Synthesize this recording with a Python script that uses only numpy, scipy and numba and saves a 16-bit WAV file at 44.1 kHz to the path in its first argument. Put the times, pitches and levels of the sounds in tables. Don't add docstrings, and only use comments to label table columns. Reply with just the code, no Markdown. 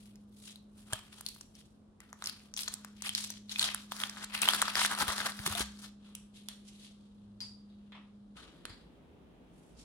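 import sys
import numpy as np
from scipy import signal
from scipy.fft import rfft, irfft
from scipy.io import wavfile
from scipy.ndimage import uniform_filter1d
from numba import njit

SR = 44100
rng = np.random.default_rng(int(sys.argv[2]) if len(sys.argv) > 2 else 0)


def bounce(signal):
    frames = np.transpose(np.atleast_2d(signal))
    limited = np.clip(frames, -1, 1)
    pcm = np.round(limited * 32767).astype(np.int16)
    wavfile.write(sys.argv[1], SR, pcm)


N = 433939
T = np.arange(N) / SR

# f/Hz, relative level/dB
FIRST_ROOM_NOISE = [(15, -45.5), (25, -2.5), (70, -8.5), (155, -11), (213, -8.5), (335, -15), (966, -28),
                    (1190, -28), (2140, -43), (3260, -43), (9410, -50.5), (13000, -68.5)]
SECOND_ROOM_NOISE = [(15, -37), (25, -42), (48, 4.5), (107, -10.5), (182, -0.5), (219, -2.5), (257, -3),
                     (1920, -28.5), (3180, -30.5), (4600, -40), (13000, -50.5)]
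# t/s, f/Hz, level/dB
HUM_TONE = [(0.07, 206.2, -55.5), (.83, 208.2, -59.5), (1.85, 211, -63.5), (2.52, 207.3, -62),
            (2.66, 207.2, -58), (3.202, 207.5, -53), (3.8, 206.3, -54.5), (5.501, 205.2, -52),
            (6.3, 204.8, -56), (8.3, 204.7, -55)]
# t/s, level/dB
HUM_DRONE = [(0, -69), (2.8, -78.5), (3.1, -65), (3.7, -67.5), (4.0, -75), (7.1, -76), (7.25, -63),
             (7.55, -65.5), (7.7, -92)]
# t/s, level/dB, f/Hz, time to fade by 60 dB/s
THUMPS = [(0.928, -33.5, 111, 0.06), (.932, -41.5, 630, 0.08), (.9325, -21.5, 1656, 0.023),
          (.934, -54, 1730, 0.47), (5.08, -34, 75, 0.067), (5.396, -31, 118, 0.028),
          (5.463, -35, 169, 0.093), (5.475, -34.5, 373, 0.048), (5.5, -38.5, 91.3, 0.21),
          (5.552, -35.5, 700, 0.12), (5.603, -42, 65.6, 0.42), (5.605, -24, 364, 0.01),
          (8.652, -38, 459, 0.014), (8.698, -44, 95, 0.089)]
# t/s, ring level/dB, ring f/Hz, body level/dB, sizzle level/dB
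LOUD_SNAPS = [(0.157, -51, 6100, -61, -48), (0.4963, -44.5, 3850, -69, -68), (0.558, -45, 4420, -55, -39),
              (0.926, -45, 3400, -34.5, -26), (0.9325, -28, 3700, -33, -14),
               (1.2092, -52, 5230, -42.5, -27), (1.2638, -28, 5130, -77, -23), (1.287, -35, 4540, -64, -26),
              (1.362, -51, 4450, -44, -49), (1.4108, -38.5, 5240, -45.5, -29),
              (1.5527, -45, 5860, -78, -50), (2.0035, -51, 2060, -46, -35.5),
              (2.1291, -41, 6570, -33.5, -41), (2.223, -36, 4300, -30, -33), (2.2408, -32, 6800, -34, -26),
              (2.2587, -26.5, 5230, -60, -25), (2.272, -26, 4800, -49, -21.5),
              (2.296, -33, 5160, -36.5, -26), (2.5393, -32.5, 6370, -72, -59),
              (2.5653, -29, 5910, -64, -53), (2.575, -34, 3124, -74, -40), (2.6075, -38, 6100, -69, -19.5),
              (2.6335, -30, 4900, -58, -23.5), (2.6788, -26, 3570, -33.5, -34),
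              (2.6829, -25.5, 6400, -38, -29), (2.7388, -50, 6400, -45, -17),
              (2.8472, -39.5, 5500, -34.5, -31.5), (3.0219, -34, 5900, -44, -20.5),
              (3.0613, -31.5, 4650, -65, -35.5), (3.082, -34, 4540, -52.5, -28),
              (3.0923, -28, 3650, -61, -22.5), (3.15, -20, 5100, -64, -19.5),
              (3.3034, -27.5, 6340, -39.5, -22.5), (3.4947, -34, 3620, -69.5, -36),
              (3.5219, -33.5, 6360, -71, -52), (3.5594, -26.5, 3000, -49, -49),
              (3.5943, -16.5, 3820, -69, -14), (3.6123, -32.5, 3517, -50.5, -43),
              (3.6274, -20, 3330, -27.5, -19.5), (3.6417, -22.5, 3270, -33, -21),
              (3.6883, -32, 3050, -24, -46), (3.7455, -28, 6520, -25, -15.5),
              (3.9199, -32.5, 3700, -28, -24), (4.0012, -33, 4014, -41, -29.5),
              (4.0362, -24.5, 3420, -23.5, -22), (4.0963, -30.5, 5500, -32.5, -25),
              (4.2438, -38, 4540, -50, -20), (4.35, -32.5, 6060, -41.5, -28.5),
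              (4.3777, -32, 4390, -35.5, -35), (4.4182, -17, 7100, -31.5, -15),
              (4.4327, -20, 3020, -29.5, -39), (4.441, -34, 4000, -27, -30), (4.456, -27, 3240, -36, -21.5),
              (4.477, -45, 2220, -18, -26.5), (4.4872, -13, 3200, -17.5, -10.5),
              (4.5352, -25, 4720, -22.5, -20.5), (4.6172, -22, 3300, -17.5, -7),
              (4.6241, -25.5, 6230, -16, -19.5), (4.6811, -31, 4930, -23, -28),
              (4.7547, -22.5, 5540, -16.5, -20.5), (4.816, -28.5, 3860, -16, -28),
              (4.8491, -31, 6610, -16, -27), (4.922, -37.5, 3800, -20.5, -28.5),
              (4.95, -34, 5000, -28, -24.5), (4.9868, -31, 5470, -30.5, -18.5),
              (5.003, -30.5, 4500, -27.5, -30), (5.0204, -30, 5020, -20, -14),
              (5.0809, -31.5, 3470, -23, -15), (5.2031, -32.5, 4100, -22.5, -36),
              (5.26, -39.5, 2220, -27.5, -33), (5.32, -36.5, 4000, -38, -40),
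              (5.391, -36, 4030, -30.5, -37), (5.4624, -27, 2140, -18, -17),
              (5.4752, -32, 3670, -27.5, -16), (5.5515, -29, 3550, -40, -22.5),
              (5.5953, -27, 7000, -41, -26)]
# the columns of LOUD_SNAPS, then pitch spread/ratio, echo share/dB
HARD_TICKS = [(6.151, -31, 4600, -78, -23, 2.3, -8.5), (6.486, -26, 4160, -66, -22.5, 1.62, -5.5),
              (7.405, -32.5, 4770, -63, -34, 1.16, -2.5), (7.4123, -35.5, 4765, -57, -40, 1.07, -3),
              (7.4196, -59, 4710, -50, -36.5, 0.98, 8), (7.7, -65.5, 4330, -78, -70, 1.2, 3),
              (7.921, -45.5, 3420, -41.5, -80, 1.7, 5), (7.9497, -60, 2610, -49, -85, 1.8, 11),
              (8.6535, -29, 3980, -31.5, -27, 1.87, -9.5), (8.696, -49, 4500, -41, -47, 1.2, 1.5)]
WRAPPER_TUGS = [(0.05, -69.5, 0.54, 0.21, -36, -1), (0.48, -56.5, .14, 0.11, -34, -1.5),
                (0.79, -70, 0.09, 0.31, -5, 1), (0.93, -49.5, 0.045, 0.11, 1.5, -3),
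                (1.199, -58.5, 0.15, 0.13, -6, -4), (1.277, -57, .03, 0.23, -26, 0.5),
                (1.564, -64, 0.024, 0.18, -28, -4), (2.01, -74, 0.017, 1, 5.5, -4),
                (2.275, -52, .08, 0.18, -5.5, -3.5), (2.574, -42, 0.0097, 0.18, -36, -3.5),
                (2.68, -67, 0.099, 0.27, 8.5, -7), (3.061, -38.5, 0.02814, 0.06, -10, -5.5),
                (3.19, -36.5, 0.086, 0.14, -29, -15.5), (3.25, -46, 0.25, 0.059, -27.5, -12.5),
                (3.514, -44.5, .025, 0.14, -30, -12), (3.63, -33, .06, 0.13, -9.5, -9),
                (3.917, -45.5, 0.0095, 0.2, -21.5, -11), (4.009, -41.5, 0.094, 0.13, -2, -8.5),
                (4.239, -43, 0.14, 0.014, 1.5, -8.5), (4.351, -36.5, 0.03, 0.07, -7.5, -7),
                (4.42, -34, 0.0143, 0.38, -2.5, -5.5), (4.548, -35, 0.063, 0.041, -1, 0),
                (4.655, -46.5, 0.44, 0.41, 1, -12), (4.765, -37.5, 0.0127, 0.13, 2.5, -7.5),
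                (4.84, -32, 0.09, 0.042, -10, -4), (4.922, -37.5, 0.044, 0.056, 4.5, -4),
                (5.025, -33.5, 0.055, 0.033, 4, -2), (5.084, -34, .025, 0.058, 3.5, -5.5),
                (5.207, -37, .08, 0.062, 1.5, -6.5), (5.262, -41, .05, 0.078, 4, -4),
                (5.464, -26.5, 0.0085, 0.02, -20, -2.5), (5.54, -41.5, 0.24, 0.099, 0, -3),
                (5.609, -31.5, 0.065, 0.031, -2.5, -2.5), (5.847, -52.5, .19, 0.059, -6.5, -9)]
SKIN_SLIDES = [(6.06, -66, 0.077, 0.27, -5, -6.5), (6.36, -60, 0.028, 0.14, -45, -2),
               (6.68, -70, 0.037, 0.14, -28, 9), (6.849, -60.5, 0.29, 0.16, -22, -3),
               (7.1, -81.5, 0.49, 0.8, -25, -4.5), (7.9, -79.5, 1.8, 1.1, -6, -10),
               (8.371, -56.5, 0.016, 0.23, 0.5, -6.5), (8.701, -65.5, 0.11, 0.25, -2, -11),
               (9.6, -89.5, 0.16, 1.4, -4, 14.5), (9.801, -77, 0.044, 0.073, -22, 18)]
# f/Hz, width/Hz, boost/dB
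MIC_RESONANCES = [(3513, 1860, 3), (9760, 1800, 5.5)]

# lowest f/Hz, highest f/Hz, length/cycles, left minus right/dB, its scatter/dB, left lead/ms
FOIL_BODY = (913, 2180, 3.18, 3.5, 2.1, 0.12)
FOIL_CRACKLE = (1856, 11500, 3.5, 3.1, 18, 0.15)
FOIL_SIZZLE = (6199, 15003, 3.5, -1.5, 11, 2.36)
TICK_BODY = (640, 2800, 3.1, 1.1, 2.0, 0.079)
SKIN_RUB = (2440, 5250, 4, *FOIL_CRACKLE[3:])
SKIN_HISS = (4040, 17300, 2.5, *FOIL_SIZZLE[3:])

PAPER_GONE_S, ROOM_CUT_S, SLIDES_END_S = 5.95, 8.35, 9.84
FIRST_ROOM_DB, SECOND_ROOM_DB, DRONE_HZ = -62, -57.5, 106.6
ECHO_FADE_S, ECHO_TOP_HZ, ECHO_SHARE_DB = 0.39, 7500, -14.5
GRAINS_PER_S, SMALL_SNAPS_PER_S = 4000, 40
SNAP_STEP_S = 0.0003
SWING_DB = 20
FLAP_BAND_HZ, FLAP_DB = (45, 430), -13.5
SHEET_LOW_HZ, QUIET_TOP_HZ, MIC_LOW_HZ, MIC_TOP_HZ = 520, 11900, 41, 16000


def from_db(db):
    return 10 ** (np.asarray(db) / 20)


def normalise(x):
    return x / np.sqrt(np.mean(x ** 2))


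def filtered(x, kind, hz, order=2):
    return signal.sosfilt(signal.butter(order, hz, kind, fs=SR, output="sos"), x)


def wander(per_s):
    hold = int(SR / per_s)
    steps = np.repeat(rng.standard_normal(N // hold + 1), hold)
    return np.sqrt(2) * uniform_filter1d(uniform_filter1d(steps, hold), hold)[:N]


@njit
def fading_tones(start, turn, fade, gain, size):
    out = np.zeros((2, size))
    for k in range(len(turn)):
        step = fade[k] * np.exp(1j * turn[k])
        for mic in range(2):
            first = int(start[mic, k])
            wave = gain[mic, k] * step ** (first + 1 - start[mic, k])
            for j in range(first + 1, min(size, first + int(-6 / np.log(fade[k])))):
                out[mic, j] += wave.imag
                wave *= step
    return out


def grains(times, hz, gain, place, cycles, pan_db, scatter_db, lead_ms):
    start = np.array([times, times + lead_ms / 1000 * (1 + 0.6 * place)]) * SR
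    balance = from_db(np.array([1, -1])[:, None] * (pan_db + scatter_db * place) / 2)
    fade = np.exp(-3 * hz / cycles / SR)
    return fading_tones(start, 2 * np.pi * hz / SR, fade, gain * balance, size=N)


def trim_lows(x, ring_hz):
    return filtered(x, "high", 0.54 * ring_hz)


def room_noise(colour, db):
    hz = np.maximum(np.fft.rfftfreq(N, 1 / SR), 1)
    colour_hz, colour_db = np.transpose(colour)
    shape = from_db(np.interp(np.log(hz), np.log(colour_hz), colour_db))
    alike = 0.89 / (1 + (hz / 500) ** 3)
    shared, apart = rfft(rng.standard_normal((2, N))) * shape * np.sqrt([1 + alike, 1 - alike])
    return normalise(irfft(np.array([shared + apart, shared - apart]), N)) * from_db(db)


def machine_hum():
    times, hz, db = np.transpose(HUM_TONE)
    tone = np.sin(2 * np.pi * np.cumsum(np.interp(T, times, hz)) / SR)
    tone *= from_db(np.interp(T, times, db) + 0.88 * wander(8.6))
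    drone = np.sin(2 * np.pi * np.cumsum(DRONE_HZ + 2.5 * wander(1.2)) / SR)
    drone *= from_db(np.interp(T, *np.transpose(HUM_DRONE)) + 1.8 * wander(1.0))
    return np.sqrt(2) * (tone + drone)


def wall_echo(sent):
    t = T[:int(0.6 * SR)]
    envelope = 1000. ** (-t / ECHO_FADE_S) * np.clip(t / 0.0014, 0, 1)
    shared, apart = rng.standard_normal((2, len(t))) * envelope
    apart = filtered(apart, "high", hz=1490)
    tail = filtered([shared + apart, shared - apart], "low", ECHO_TOP_HZ)
    tail /= np.sqrt(np.sum(tail ** 2, axis=1, keepdims=True))
    return signal.fftconvolve(sent[:1], tail, axes=1)[:, :N]


def thumps():
    times, db, hz, fade_s = np.transpose(THUMPS)
    cycles = 3 * hz * fade_s / np.log(1000)
    knocks = grains(times, hz, from_db(db), np.zeros_like(times), cycles,
                    pan_db=1.4, scatter_db=0, lead_ms=np.minimum(0.9, 120 / hz))
    return uniform_filter1d(knocks, size=16, axis=1)


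def sheet_flap(times, db, body_db):
    puffs = filtered(rng.standard_normal((2, N)), "band", FLAP_BAND_HZ)
    level_db = np.interp(T, times, db + body_db) + FLAP_DB + 1.5 * wander(27)
    return normalise(puffs) * from_db(level_db + np.array([[1], [-1]]))


def hand_motion(strokes, start_s, end_s):
    times = np.arange(start_s, end_s, 1 / 500)
    peak_s, db, rise_s, fall_s, body_db, sizzle_db = np.array(strokes).T[:, :, None]
    drop_db = SWING_DB * np.where(times < peak_s, (peak_s - times) / rise_s, (times - peak_s) / fall_s)
    bands_db = (db - drop_db, db + body_db - drop_db / 0.95, db + sizzle_db - drop_db)
    powers = [np.sum(from_db(2 * band_db), axis=0) for band_db in bands_db]
    level, body, sizzle = 10 * np.log10(np.array(powers) + 1e-30)
    return times, level, body - level, sizzle - level


def grain_swarm(times, db, body_db, sizzle_db, bands, spread_db, bunch_db):
    bunches_db = bunch_db * (wander(180) + 0.55 * wander(45))
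    span_s = times[-1] - times[0]
    out = 0
    for (low, high, *settings), relative_db in zip(bands, (body_db, 0, sizzle_db)):
        when, pitch, size, coin = rng.random((int(GRAINS_PER_S * span_s), 4)).T
        starts = times[0] + when * span_s
        grain_db = -spread_db * np.log(1 - size) + np.interp(starts, T, bunches_db)
        gain = from_db(grain_db) * np.sign(coin - 0.5)
        bend = np.clip(0.5 + 0.16 * np.interp(starts, T, wander(15)), 0, 1)
        hz = low * (high / low) ** ((pitch + bend) / 2)
        place = 2 * (2 * coin % 1) - 1
        swarm = trim_lows(grains(starts, hz, gain, place, *settings), low)
        swarm /= np.sqrt(np.sum(swarm ** 2) / (2 * SR * span_s))
        out = out + swarm * from_db(np.interp(T, times, db + relative_db))
    return out


def snaps(times, db, hz, body_db, sizzle_db, spread, body_band, steps):
    chance = rng.random((len(times), 3, 3, steps))
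    ring_band = (hz / spread, hz * spread, 3.95 / np.log(spread), *FOIL_CRACKLE[3:])
    bands = ((body_band, body_db), (ring_band, db), (FOIL_SIZZLE, sizzle_db))
    out = 0
    for k, ((low, high, cycles, *stereo), level_db) in enumerate(bands):
        wait, pitch, coin = chance[:, k].transpose(1, 0, 2)
        pitch = (np.argsort(pitch, axis=1) + 0.5) / steps
        step_hz = low * (high / low) ** (0.15 + 0.7 * pitch)
        late = 12 / steps * (np.cumsum(wait, axis=1) - wait[:, :1])
        gain = 1.18 * from_db(level_db) * np.exp(-0.8 * late) * np.sign(coin - 0.5) * np.sqrt(6 / steps)
        place = 0.6 * (2 * (2 * coin % 1) - 1)
        columns = np.broadcast_arrays(times + SNAP_STEP_S * late, step_hz, gain, place, cycles)
        rings = grains(*(column.ravel() for column in columns), *stereo)
        out = out + trim_lows(rings, np.min(low))
    return out


def skin_rub():
    slides = hand_motion(SKIN_SLIDES, PAPER_GONE_S, SLIDES_END_S)
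    rub = grain_swarm(*slides, (FOIL_BODY, SKIN_RUB, SKIN_HISS), spread_db=1.2, bunch_db=1.55)
    return filtered(rub, "low", QUIET_TOP_HZ, order=6)


def hard_ticks():
    times, *columns, echo_db = np.array(HARD_TICKS).T[:, :, None]
    direct = snaps(times, *columns, TICK_BODY, steps=24)
    latest_tick = np.clip(np.searchsorted(times[:, 0], T) - 1, 0, None)
    return direct, direct * from_db(echo_db[latest_tick, 0])


def small_creases(times, db, body_db, sizzle_db):
    when, size, pitch = rng.random((int(SMALL_SNAPS_PER_S * times[-1]), 3)).T
    starts = when * times[-1]
    ring_db = np.interp(starts, times, db) + 4.5 - 15 * size
    hz = 2550 * (7000 / 2550) ** pitch
    body = ring_db + np.interp(starts, times, body_db)
    sizzle = ring_db + np.interp(starts, times, sizzle_db)
    return np.transpose([starts, ring_db, hz, body, sizzle])


def wrapper_crinkle(tugs):
    creases = np.vstack([LOUD_SNAPS, small_creases(*tugs)])
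    crackle = grain_swarm(*tugs, (FOIL_BODY, FOIL_CRACKLE, FOIL_SIZZLE), spread_db=2.4, bunch_db=3.07)
    return crackle + snaps(*creases.T[:, :, None], spread=1.324, body_band=FOIL_BODY, steps=7)


def scene():
    cut = np.clip((T - ROOM_CUT_S) / 0.0077, 0, 1)
    background = (1 - cut) * (machine_hum() + room_noise(FIRST_ROOM_NOISE, FIRST_ROOM_DB))
    background += cut * room_noise(SECOND_ROOM_NOISE, SECOND_ROOM_DB)
    tugs = hand_motion(WRAPPER_TUGS, 0, PAPER_GONE_S)
    hands = wrapper_crinkle(tugs) + skin_rub()
    ticks, ticks_to_walls = hard_ticks()
    echo = wall_echo(from_db(ECHO_SHARE_DB) * hands + ticks_to_walls)
    handling = filtered(hands + ticks + echo, "high", SHEET_LOW_HZ, order=3)
    return background + thumps() + sheet_flap(*tugs[:3]) + handling


def record(dry):
    for hz, width_hz, db in MIC_RESONANCES:
        resonance = signal.lfilter(*signal.iirpeak(hz, hz / width_hz, fs=SR), dry)
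        dry = dry + (from_db(db) - 1) * resonance
    dry = filtered(dry, "high", MIC_LOW_HZ, order=4)
    return signal.sosfilt(signal.ellip(10, 0.2, 90, MIC_TOP_HZ, fs=SR, output="sos"), dry)


dry = scene()
out = record(dry)
bounce(out)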